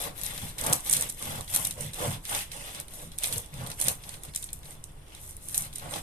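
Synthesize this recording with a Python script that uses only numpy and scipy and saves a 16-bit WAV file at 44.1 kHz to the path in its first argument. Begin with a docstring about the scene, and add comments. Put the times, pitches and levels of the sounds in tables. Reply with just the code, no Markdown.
"""A knife saws through a crusty loaf on a wooden board, close up in a quiet kitchen.
The blade rasps the crust in fine grains, and flakes snap off in showers of crackle. Underneath,
it drags through the crumb, and its stick-slip jolts make the loaf shudder and the board thrum.
Two microphone ports, each with its own treble resonances, hear it, the left with a small lag."""
import sys
import numpy as np
from scipy import signal
from scipy.fft import rfft, irfft
from scipy.io import wavfile
from scipy.ndimage import uniform_filter1d

SR = 44100
rng = np.random.default_rng(int(sys.argv[2]) if len(sys.argv) > 2 else 0)


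def dump(signal):
    """Clip the signal to [-1, 1] and save it as 16-bit WAV at the path in sys.argv[1]."""
    limited = np.clip(np.atleast_2d(signal).T, -1, 1)
    pcm = np.round(limited * 32767).astype(np.int16)
    wavfile.write(sys.argv[1], SR, pcm)


N = 265462
CONTROL_T = np.arange(0, N / SR + .002, .001)  # envelope clock in s, one step per millisecond


def undb(db):
    return 10 ** (np.asarray(db) / 20)


def unit(x):
    """Scale to rms 1."""
    return x / np.sqrt(np.mean(x ** 2))


def pan(db):
    """Left and right gains; positive dB leans left."""
    return undb(np.array([db, -db]) / 2)


def every_sample(envelope, late_s=0.):
    """Bring an envelope up to audio rate, with an optional delay."""
    return np.interp(np.arange(N) / SR - late_s, CONTROL_T, envelope)


def walk(rate):
    """Random modulator: glides to a new value rate times a second, rms 1."""
    hold = int(SR / rate)
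    steps = np.repeat(rng.standard_normal(N // hold + 1), hold)
    return unit(uniform_filter1d(steps, hold)[:N])


def grains(rate, spread_db):
    """Random clicks, rate per second; a few stick far out."""
    hit = rng.random(N) < rate / SR
    return hit * rng.standard_normal(N) * undb(spread_db * rng.exponential(size=N))


def ring(x, modes):
    """A bank of two-pole resonators in alternating polarity."""
    return sum((-1) ** k * undb(db) * signal.lfilter(*signal.iirpeak(hz, hz / width, SR), x)
               for k, (hz, width, db) in enumerate(modes))


def glide(x, hz, width):
    """Swept resonator: shift its centre down to zero, smooth, shift back."""
    turn = np.exp(2j * np.pi * np.cumsum(hz) / SR)
    pole = np.exp(-np.pi * width / SR)
    return 2 * np.real(turn * signal.lfilter([1 - pole], [1, -pole], x / turn))


# Room tone spectrum: f/Hz, level/dB
ROOM_TONE = [(15, 7.5), (25, 9.5), (117, -1.5), (222, -20.5), (290, -12), (563, -17), (1160, -23.5),
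             (3730, -40), (4380, -60), (7260, -43), (9220, -28), (12700, -36), (14500, -52)]
def kitchen():
    """A bed of rumble and hush, narrow in the bass and wide in the treble."""
    hz = np.arange(N // 2 + 1) * SR / N + 1
    point_hz, point_db = np.array(ROOM_TONE).T
    colour = undb(np.interp(np.log(hz), np.log(point_hz), point_db))
    mid, side = rfft(rng.standard_normal((2, N)), axis=1) * colour
    side *= np.clip(hz / 900, .18, 1)
    return undb(-47) * unit(irfft(np.array([mid + side, mid - side]), N, axis=1))


def nearby(x, t60_s, wet_db, near_s, near_db, left_lag_s=.0004):
    """One spot's sound: direct path, quick scatter off loaf and board (near), kitchen tail (wet)."""
    t = np.arange(SR // 3) / SR
    fade = undb(near_db - 60 * t / near_s) + undb(wet_db - 60 * t / t60_s)
    response = rng.standard_normal((2, len(t))) * fade
    response[0, int(left_lag_s * SR)] += 1
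    response[1, 0] += 1
    response /= np.linalg.norm(response, axis=1, keepdims=True)
    return signal.fftconvolve(x, response, axes=1)[:, :N]


def along_cut(x, spots=4, hops_per_s=150, **room):
    """The contact hops between spots along the cut, each with its own echoes."""
    hold = SR // hops_per_s
    spot = np.repeat(rng.integers(0, spots, N // hold + 1), hold)[:N]
    return sum(nearby(x * (spot == k), **room) for k in range(spots))


# Treble peaks of each microphone port: f/Hz, width/Hz, level/dB
LEFT_PEAKS = [(5300, 500, -9.5), (8650, 2000, -7.5), (8400, 600, -18), (11280, 1460, 1), (12700, 860, -20)]
RIGHT_PEAKS = [(6580, 1600, -6), (7640, 1140, -3), (9180, 1530, 11.5), (9337, 2240, 8), (12660, 780, -6)]
def port_sheen(x):
    """Each port rings and puts its own sheen on the top end."""
    return np.array([ring(x[0], LEFT_PEAKS), ring(x[1], RIGHT_PEAKS)])


# Knife strokes: t/s, rise/s, hold/s, fall/s, rasp level/dB, drag level/dB, loaf level/dB, board level/dB
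KNIFE_STROKES = [(0., 0.0016, 0.033, 0.074, -28, -18.5, -31, -61),
                 (0.138, .06, 0.25, 0.1, -33.5, -22, -21, -48),
                 (0.574, 0.011, .14, 0.12, -32, -22.5, -36, -51),
                 (0.818, 0.064, 0.094, 0.16, -26, -19, -18, -47),
                 (1.148, 0.066, 0.12, 0.13, -32.5, -22, -35, -52),
                 (1.459, 0.081, 0.049, 0.17, -27, -20.5, -20.5, -46),
                 (1.748, 0.06, 0.028, 0.084, -34, -20.5, -25, -43),
                 (1.913, .13, 0.035, 0.12, -27.5, -18.5, -13.5, -37),
                 (2.222, 0.12, 0.032, 0.09, -24.5, -16, -38, -56),
                 (2.493, 0.044, .22, 0.09, -37.5, -22.5, -21, -57),
                 (2.85, 0.11, 0.046, 0.12, -37.5, -32, -28.5, -58),
                 (3.189, 0.053, 0.083, 0.15, -31, -20.5, -21, -53),
                 (3.494, 0.09, 0.11, 0.055, -40, -27, -16.5, -43),
                 (3.771, 0.045, 0.053, 0.098, -26.5, -19.5, -17.5, -45.5),
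                 (3.978, 0.1, 0.056, .06, -38.5, -28.5, -26.5, -55),
                 (4.2, 0.043, .01, 0.066, -43, -32.5, -28.5, -54),
                 (4.318, .05, 0.063, 0.083, -37, -35.5, -43, -74),
                 (4.619, 0.046, 0.044, 0.073, -40.5, -33.5, -29.5, -70),
                 (5.04, 0.1, 0.027, 0.062, -50, -34, -29, -66),
                 (5.179, 0.043, 0.061, 0.096, -37.5, -38, -53, -71),
                 (5.39, 0.066, .06, 0.036, -36.5, -38, -32.5, -64),
                 (5.498, 0.044, .09, .07, -33, -26, -26, -53),
                 (5.72, 0.077, 0.038, 0.062, -40.5, -28, -41, -49),
                 (5.862, 0.068, 0.036, 0.056, -31, -21.5, -17, -46)]
def blade_speeds():
    """One speed curve, 0..1, per stroke: the blade speeds up, holds, slows down."""
    corners = np.cumsum(np.array(KNIFE_STROKES)[:, :4], axis=1)
    ramps = np.array([np.interp(CONTROL_T, times, [0, 1, 1, 0]) for times in corners])
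    return np.sin(np.pi / 2 * ramps)


def sawing(layer, law, rest_db, linger_db, linger_ms=120):
    """A layer's envelope: grows as speed ** law, smears a little, keeps a floor as the blade turns."""
    column = {"rasp": 4, "drag": 5, "loaf": 6, "board": 7}[layer]
    power = undb(2 * np.array(KNIFE_STROKES)[:, column]) @ blade_speeds() ** (2 * law)
    linger = np.abs(uniform_filter1d(power, size=linger_ms))
    return np.sqrt(power + undb(2 * linger_db) * linger + undb(2 * rest_db))


# Low-end accents: t/s, half-width/s, loaf level/dB, board delay/s, board level/dB, hollow level/dB
BITES = [(.01, 0.1, -12.5, 0.04, -50, -16.5), (0.413, 0.028, -43, 0.026, -38, -30),
         (0.672, 0.077, -4.5, 0.026, -38.5, -10), (0.964, 0.032, -19, 0.0046, -42.5, -16.5),
         (1.306, 0.086, -11, 0.022, -37, -16.5), (1.563, 0.042, -13, .005, -60, -26),
         (1.814, 0.071, -28, 0.0092, -45.5, -19), (2.042, 0.041, -7, 0.044, -40, -5),
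         (2.338, 0.047, -8.5, 0.025, -46.5, -16.5), (3.002, 0.052, -47, 0.073, -46.5, -26.5),
         (3.351, 0.052, -27, .005, -39.5, -15), (3.595, 0.067, -40, 0.0039, -37.5, -25.5),
         (3.879, 0.02, -20, 0.0042, -39.5, -14), (5.612, 0.028, -16.5, 0.0055, -52, -41),
         (5.845, 0.045, -15.5, 0.032, -43.5, -23)]
def judders():
    """The blade bites and shoves the loaf: bell-shaped swells for loaf, board and hollow knock."""
    at, half_width, loaf_db, delay, board_db, hollow_db = np.array(BITES).T[:, :, None]

    def swell(centre, db):
        bells = undb(db) * np.exp(-((CONTROL_T - centre) / half_width) ** 2)
        return every_sample(np.linalg.norm(bells, axis=0))
    return swell(at, loaf_db), swell(at + delay, board_db), swell(at, hollow_db)


# The board's woody low end: f/Hz, width/Hz, level/dB
BOARD_MODES = [(91.3, 16, 3.5), (147.6, 24.2, 4.5), (188.5, 15.5, -1.5), (227.2, 19.7, -5.5)]
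def board_thrum(swell):
    """The board answers each stroke a little late; its long waves reach both ports almost alike."""
    strokes = every_sample(sawing("board", law=1.43, rest_db=-56, linger_db=-15), late_s=.035)
    mid = unit(ring(grains(1500, 2.9), BOARD_MODES))
    side = unit(ring(rng.standard_normal(N), BOARD_MODES)) * undb(-16)
    return np.array([mid + side, mid - side]) * np.hypot(strokes, swell)


# The loaf's hollow notes: f/Hz, width/Hz, level/dB, pan/dB
HOLLOW_MODES = [(320, 19, -23, -26), (442, 24, -9.5, 1), (500.7, 31, -7.5, -8.5), (582.4, 32, -6, 0.5),
                (946, 46, -13.5, 3.5)]
def hollow_knock(jolts):
    """Jolts ring the loaf's deep modes, dry, each leaning its own way."""
    return sum((-1) ** k * ring(jolts, [(hz, width, db)]) * pan(pan_db)[:, None]
               for k, (hz, width, db, pan_db) in enumerate(HOLLOW_MODES))


# The loaf's midrange body: f/Hz, width/Hz, level/dB
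LOAF_MODES = [(294.5, 68, -15), (641, 62, -14), (790, 175, -14), (1028, 97, -7), (1094, 340, -12.5)]
def loaf_shudder(body_swell, hollow_swell):
    """The blade sticks and slips, and the jolts shake the whole loaf."""
    slips = unit(grains(3000, .66) * undb(2.46 * walk(40)))
    push = every_sample(sawing("loaf", law=1.64, rest_db=-38, linger_db=-15))
    knock = hollow_knock(slips * np.hypot(push * undb(-5.5), hollow_swell))
    body = slips * np.hypot(push, body_swell) * pan(-1.3)[:, None]
    body = along_cut(body, t60_s=.28, wet_db=-30, near_s=.027, near_db=-25, left_lag_s=.00042)
    return ring(body, LOAF_MODES) + knock


# The crumb's steady colour: f/Hz, width/Hz, level/dB
CRUMB_MODES = [(2180, 1070, -14), (3540, 220, -25), (5400, 2200, -20)]
# Sweep of the slot's resonance: t/s, f/Hz
SLOT_SWEEP = [(0.0, 3930), (0.47, 3220), (0.5, 3920), (0.67, 3500), (1.09, 3720), (1.29, 3260),
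              (1.68, 3740), (1.69, 3400), (2.2, 3500), (2.21, 3790), (2.48, 3260), (3.24, 3830),
              (3.64, 3270), (3.89, 3940), (4.29, 3470), (4.32, 4860), (4.46, 5100), (4.49, 3430),
              (4.59, 3530), (4.63, 4900), (4.68, 3370), (5.2, 3300), (5.28, 4060), (6.02, 3520)]
def crumb_drag(catch):
    """The blade drags through the crumb; a resonance moves as the slot opens and closes."""
    strokes = every_sample(sawing("drag", law=1.24, rest_db=-40, linger_db=-10.5))
    drag = unit(grains(5000, 1.56) * undb(2.2 * catch)) * strokes
    drag = along_cut(drag[None], t60_s=.12, wet_db=-20, near_s=.0034, near_db=-17)
    slot_hz = np.interp(np.arange(N) / SR, *np.array(SLOT_SWEEP).T)
    slot_hz *= np.exp(.057 * walk(25))
    return ring(drag, CRUMB_MODES) - undb(-11) * glide(drag, slot_hz, width=630)


def small_snaps(rasp_envelope, count=18, over_db=10.5):
    """Random filler snaps that ride above the rasp, more often where the blade is fast."""
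    speed = blade_speeds().sum(axis=0)
    at = np.interp(rng.random(count), np.cumsum(speed) / np.sum(speed), CONTROL_T)
    size, bright, side = rng.standard_normal((3, count))
    db = 20 * np.log10(np.interp(at, CONTROL_T, rasp_envelope)) + over_db + 3 * size
    thick_db = np.full(count, 13.5)
    return list(zip(np.minimum(at, (N - 1) / SR), db, thick_db, .34 * bright, 13 + 3.8 * side))


def flake_break(crumble_s=.0008, again_s=.0013, thick_s=.00097):
    """A tick crumbles away and gives again a moment later; the thick version adds a puff of noise."""
    t = np.arange(1024) / SR
    noise = .17 * rng.standard_normal((2, len(t)))
    since_second = t - again_s * (.5 + rng.random())
    second_break = (since_second >= 0) * np.exp(-np.abs(since_second) / crumble_s)
    tick = noise * (np.exp(-t / crumble_s) + second_break)
    tick[:, 0] = 1
    tick *= 1.85 / np.linalg.norm(tick, axis=1, keepdims=True)
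    puff = noise * (t / thick_s) * np.exp(1 - t / thick_s)
    return tick, .72 * tick + puff


# The crunch of thick flakes: f/Hz, width/Hz, level/dB
FLAKE_MODES = [(2100, 930, -17), (3700, 860, -11.5), (5530, 2000, -17.5)]
# Featured snaps: t/s, level/dB, thick-flake send/dB, brightness/(-1..1), pan/dB, shower level/dB
CRUST_SNAPS = [(.1786, -23, 16, .1, -5, -52), (0.214, -7, -1, -0.51, -3, -44),
               (0.234, -9, 5, -0.0017, 5, -28), (0.246, -21, 17, .26, 6, -41),
               (0.263, -2, 2, -0.43, 2, -37), (0.3772, -8, 7.5, 0.63, -3, -53),
               (.4274, -28.5, -2.5, .19, -6.5, -57.5), (0.484, -21.5, -16, -0.42, -18.5, -33),
               (0.583, -14, 12.5, .1, -19, -39), (.587, -10, 9.5, -0.087, 1, -27),
               (0.612, -1, -13, -0.015, -8, -38), (0.639, -5, 5, -0.62, -3, -22),
               (0.664, 3.5, -3, -0.017, -2, -33), (0.668, 1, 2.5, 0.25, -5, -26),
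               (0.7274, 6.5, 5, -0.54, 9, -28), (0.7315, 8.5, -18, -0.69, 7, -24),
               (0.7322, 6, -14, -0.73, -10, -27), (.806, -12, -6, -0.32, -6, -56),
               (0.862, -15, 15, -0.25, -10, -36), (0.873, -28, 26, -.3, 17, -37),
               (0.897, 3.5, -20, -0.79, -10, -33), (.9107, 4, -12, -0.56, 4, -19),
               (0.9282, 9.5, -8.5, -0.66, -3, -15), (0.935, 4.5, 4, -0.98, 14, -25),
               (0.951, -13, -7, .46, 2, -29), (0.9669, 3, 3, -0.68, -3, -39), (0.997, -9, 7, -.3, -5, -44),
               (1.0102, 3, -12, -0.11, 1, -41), (1.023, 3, -12, -0.031, 3, -44),
               (1.09, -14, -5, -0.22, -10, -25), (1.0975, -3, -6, -0.11, -4, -42),
               (1.1002, -3.5, -4, 0.5, 0, -44), (1.225, -8, 5, 0.51, -14.5, -22.5),
               (1.409, -12.5, 10, 0.33, -15, -35), (1.445, -16, -9, 0.54, -3, -58),
               (1.478, -24.5, 21, .3, 1, -43), (1.5, -15, 8, 0., -4, -47), (1.539, 0, 2, 0.61, 1, -34),
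               (1.5436, -1, -5, 0.52, -6, -20), (1.548, 3.5, 2, .62, 0, -17), (1.5612, 11.5, -4, 1, 0, -25),
               (1.562, -4, -4, 0.88, 2, -35), (1.573, -2, -4, 0.69, 6, -35), (1.6146, -9, -10, .5, -1, -42),
               (1.6272, -8, -11, .4, 10, -40), (1.649, -3, -9, -0.1, 7, -45),
               (1.6503, 3, 0.5, 0.14, -7, -38), (1.6702, 2.5, -17, 0.99, 4, -39),
               (1.673, -8, -16, 0.89, -20, -37), (1.7092, -3, 2, -0.47, 1, -29),
               (1.808, -5.5, -1, 0.75, -12, -27), (1.9335, -15, 11.5, 0.021, 4, -30),
               (2.2279, -38, 2, .1, -3, -63), (2.2524, -10, 10.5, 0.45, 1, -51),
               (2.2933, -9, 2.5, -.1, -4.5, -23), (2.349, 0, 8.5, 0.25, -3, -43),
               (2.411, -14, 1, .17, 0, -44), (2.516, -21.5, 21.5, -.2, -8, -30),
               (2.658, -23, -2, -0.002, -13.5, -53), (2.748, -18.5, 14, -0.68, -13, -42),
               (2.8, -2.5, -6, 0.9, -5, -37.5), (2.81, -16, -4.5, .8, 7, -58.5),
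               (2.882, -20.5, 10, 0.97, -14, -59), (2.937, -18, 5, .29, -1, -34),
               (3.1174, -22.5, 15, -.1, -5, -39), (3.18, -16, 4, .7, -1, -37),
               (3.1858, 2, -4.5, 0.98, -3, -32.5), (3.228, -16, 7, .6, 15, -29), (3.235, 1, 4, 1, -5, -22),
               (3.236, -2, -7, 0.68, 0, -30), (3.241, -4.5, 14.5, 0.35, 5, -21.5),
               (3.2506, -2, -9, .4, -2, -30), (3.2585, -4, -5, .4, -5, -34),
               (3.273, -3, -11, 0.58, -2, -45), (3.326, -5, 8, 0.18, -18, -30),
               (3.3303, -4, -10, 0.27, -1, -22), (3.3592, -9.5, 10, 0.44, 0, -25),
               (3.46, -24, 1, -.2, -20, -42), (3.54, -17, 3, -0.7, -1, -58),
               (3.664, -16.5, 13, 0.34, -10, -30), (3.701, -9.5, 6, 0.53, -3, -31),
               (3.7155, -13.5, 12.5, -0.2, -10, -44), (3.7997, -12, -1, .2, -2, -34),
               (3.801, -2.5, -7, 0.31, -11, -35), (3.813, 5.5, -2, 0.52, -5.5, -19.5),
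               (3.8538, -12, 8, 0.13, -8, -43), (3.8695, -3, -15, 0.54, -9, -41),
               (3.883, 12.5, 0.5, 0.72, 4, -20.5), (4.037, -23, 19.5, -.4, 9, -60),
               (4.092, -12, 11, 0.48, -12, -48), (4.1404, -13.5, 7, 0.3, -5, -36),
               (4.2346, -12, -1, 0.5, 4, -37), (4.25, -14, 2, 0.2, 3, -50),
               (4.337, -25.5, 18, -.3, -4, -53), (4.3483, -9, 4.5, -0.11, 7, -30),
               (4.3603, 4.5, -5, -1, 0, -39), (4.374, -10, -1, -.6, 2, -42), (4.426, -8, -7, -0.58, 2, -45),
               (4.43, -17.5, 12, -0.099, -4, -41), (4.4416, -7, -21, -1, -2, -41),
               (4.489, -35.5, 30.5, 0., -7, -53), (4.5306, -3, -7, .89, 5.5, -35.5),
               (4.539, -21, -6, .8, 0, -40), (4.631, -27.5, 16, -.8, 6, -60),
               (4.6555, -27, 15.5, 0.018, -5, -54), (4.708, -19, -6, 0.49, -17, -45),
               (4.84, -10.5, -7, -0.74, -5, -38.5), (4.919, -32, -4, -.2, -8, -67),
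               (5.082, -32, 10, -0.12, -12, -60), (5.149, -20, 10.5, -0.0068, -12, -40),
               (5.309, -14, -16, 0.73, -8, -56), (5.3235, -28, -11, .6, 0, -58),
               (5.367, -9.5, -19, 1, -1, -53), (5.486, -6, -6, 1, -11, -35), (5.4955, -12, 0, .6, 0, -28),
               (5.5445, -3, 6, 0.0092, -14, -18.5), (5.572, -17, -13, 0.34, -2, -25),
               (5.5831, -8, -15, 0.61, -15, -42), (5.728, -27, 19, -.1, -3, -34),
               (5.755, -18, 8, -0.12, -10, -33.5), (5.783, -9, -4, 0.23, -5, -52),
               (5.796, -15, 7, .1, -1, -50), (5.9096, -15, 4, 0.0093, -11, -46),
               (5.938, -12, 17.5, 0.0017, -3, -40), (5.96, -13, 13, .1, -8, -50)]
def crust_snaps(rasp_envelope):
    """Flakes break on top of the crust with little scatter: a thin tick over a lower, thick crunch."""
    thin, thick = np.zeros((2, 2, N + 1024))
    for at, db, thick_db, bright, pan_db, *_ in CRUST_SNAPS + small_snaps(rasp_envelope):
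        tick, crunch = flake_break()
        tilted = signal.lfilter([1, -bright], [np.hypot(1, bright)], tick)
        i = int(at * SR)
        thin[:, i:i + 1024] += undb(db) * tilted * pan(pan_db)[:, None]
        thick[:, i:i + 1024] += undb(db + thick_db) * crunch
    thin = nearby(thin[:, :N], t60_s=.16, wet_db=-35, near_s=.005, near_db=-22)
    thick = nearby(thick[:, :N], t60_s=.12, wet_db=-25.5, near_s=.0061, near_db=-36)
    return port_sheen(thin) + ring(thick, FLAKE_MODES)


def showers(t60_s=.23):
    """Coarse crumbs keep crackling, ever fainter, after each featured snap."""
    kicks = np.zeros(N)
    for at, *_, shower_db in CRUST_SNAPS:
        kicks[int(at * SR)] += undb(2 * shower_db)
    power = signal.lfilter([1], [1, -undb(-120 / t60_s / SR)], kicks)
    return unit(grains(1500, 3.33) * undb(.84 * walk(130))) * np.sqrt(power)


def crust_rasp(envelope, catch):
    """The edge rasps the crust in fine grains; rasp and showers drift between left and right."""
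    rasp = unit(grains(5000, 1.14) * undb(.53 * catch)) * every_sample(envelope)
    grit = (rasp + showers()) * pan(-1.5 + 3 * walk(5.3))
    return port_sheen(along_cut(grit, t60_s=.18, wet_db=-33, near_s=.008, near_db=-16))


def scene():
    """The mix from the bed up: kitchen, board and loaf, crumb, crust."""
    loaf_swell, board_swell, hollow_swell = judders()
    catch = walk(70)  # the edge catches and lets go, in crust and crumb together
    rasp_envelope = sawing("rasp", law=1.8, rest_db=-58, linger_db=-8)
    body = board_thrum(board_swell) + loaf_shudder(loaf_swell, hollow_swell)
    crust = crust_snaps(rasp_envelope) + crust_rasp(rasp_envelope, catch)
    return kitchen() + body + crumb_drag(catch) + crust


def record(dry, port_hz=14200, top_hz=15600, ceiling=.9):
    """Output chain: the ports' steep roll-off, a soft clip on the loudest peaks, a final high cut."""
    ports = signal.sosfilt(signal.ellip(6, .5, 34, port_hz, fs=SR, output="sos"), dry)
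    rounded = ports / (1 + np.abs(ports / ceiling) ** 4) ** .25
    return signal.sosfilt(signal.ellip(10, .2, 80, top_hz, fs=SR, output="sos"), rounded)


dry = scene()
out = record(dry)
dump(out)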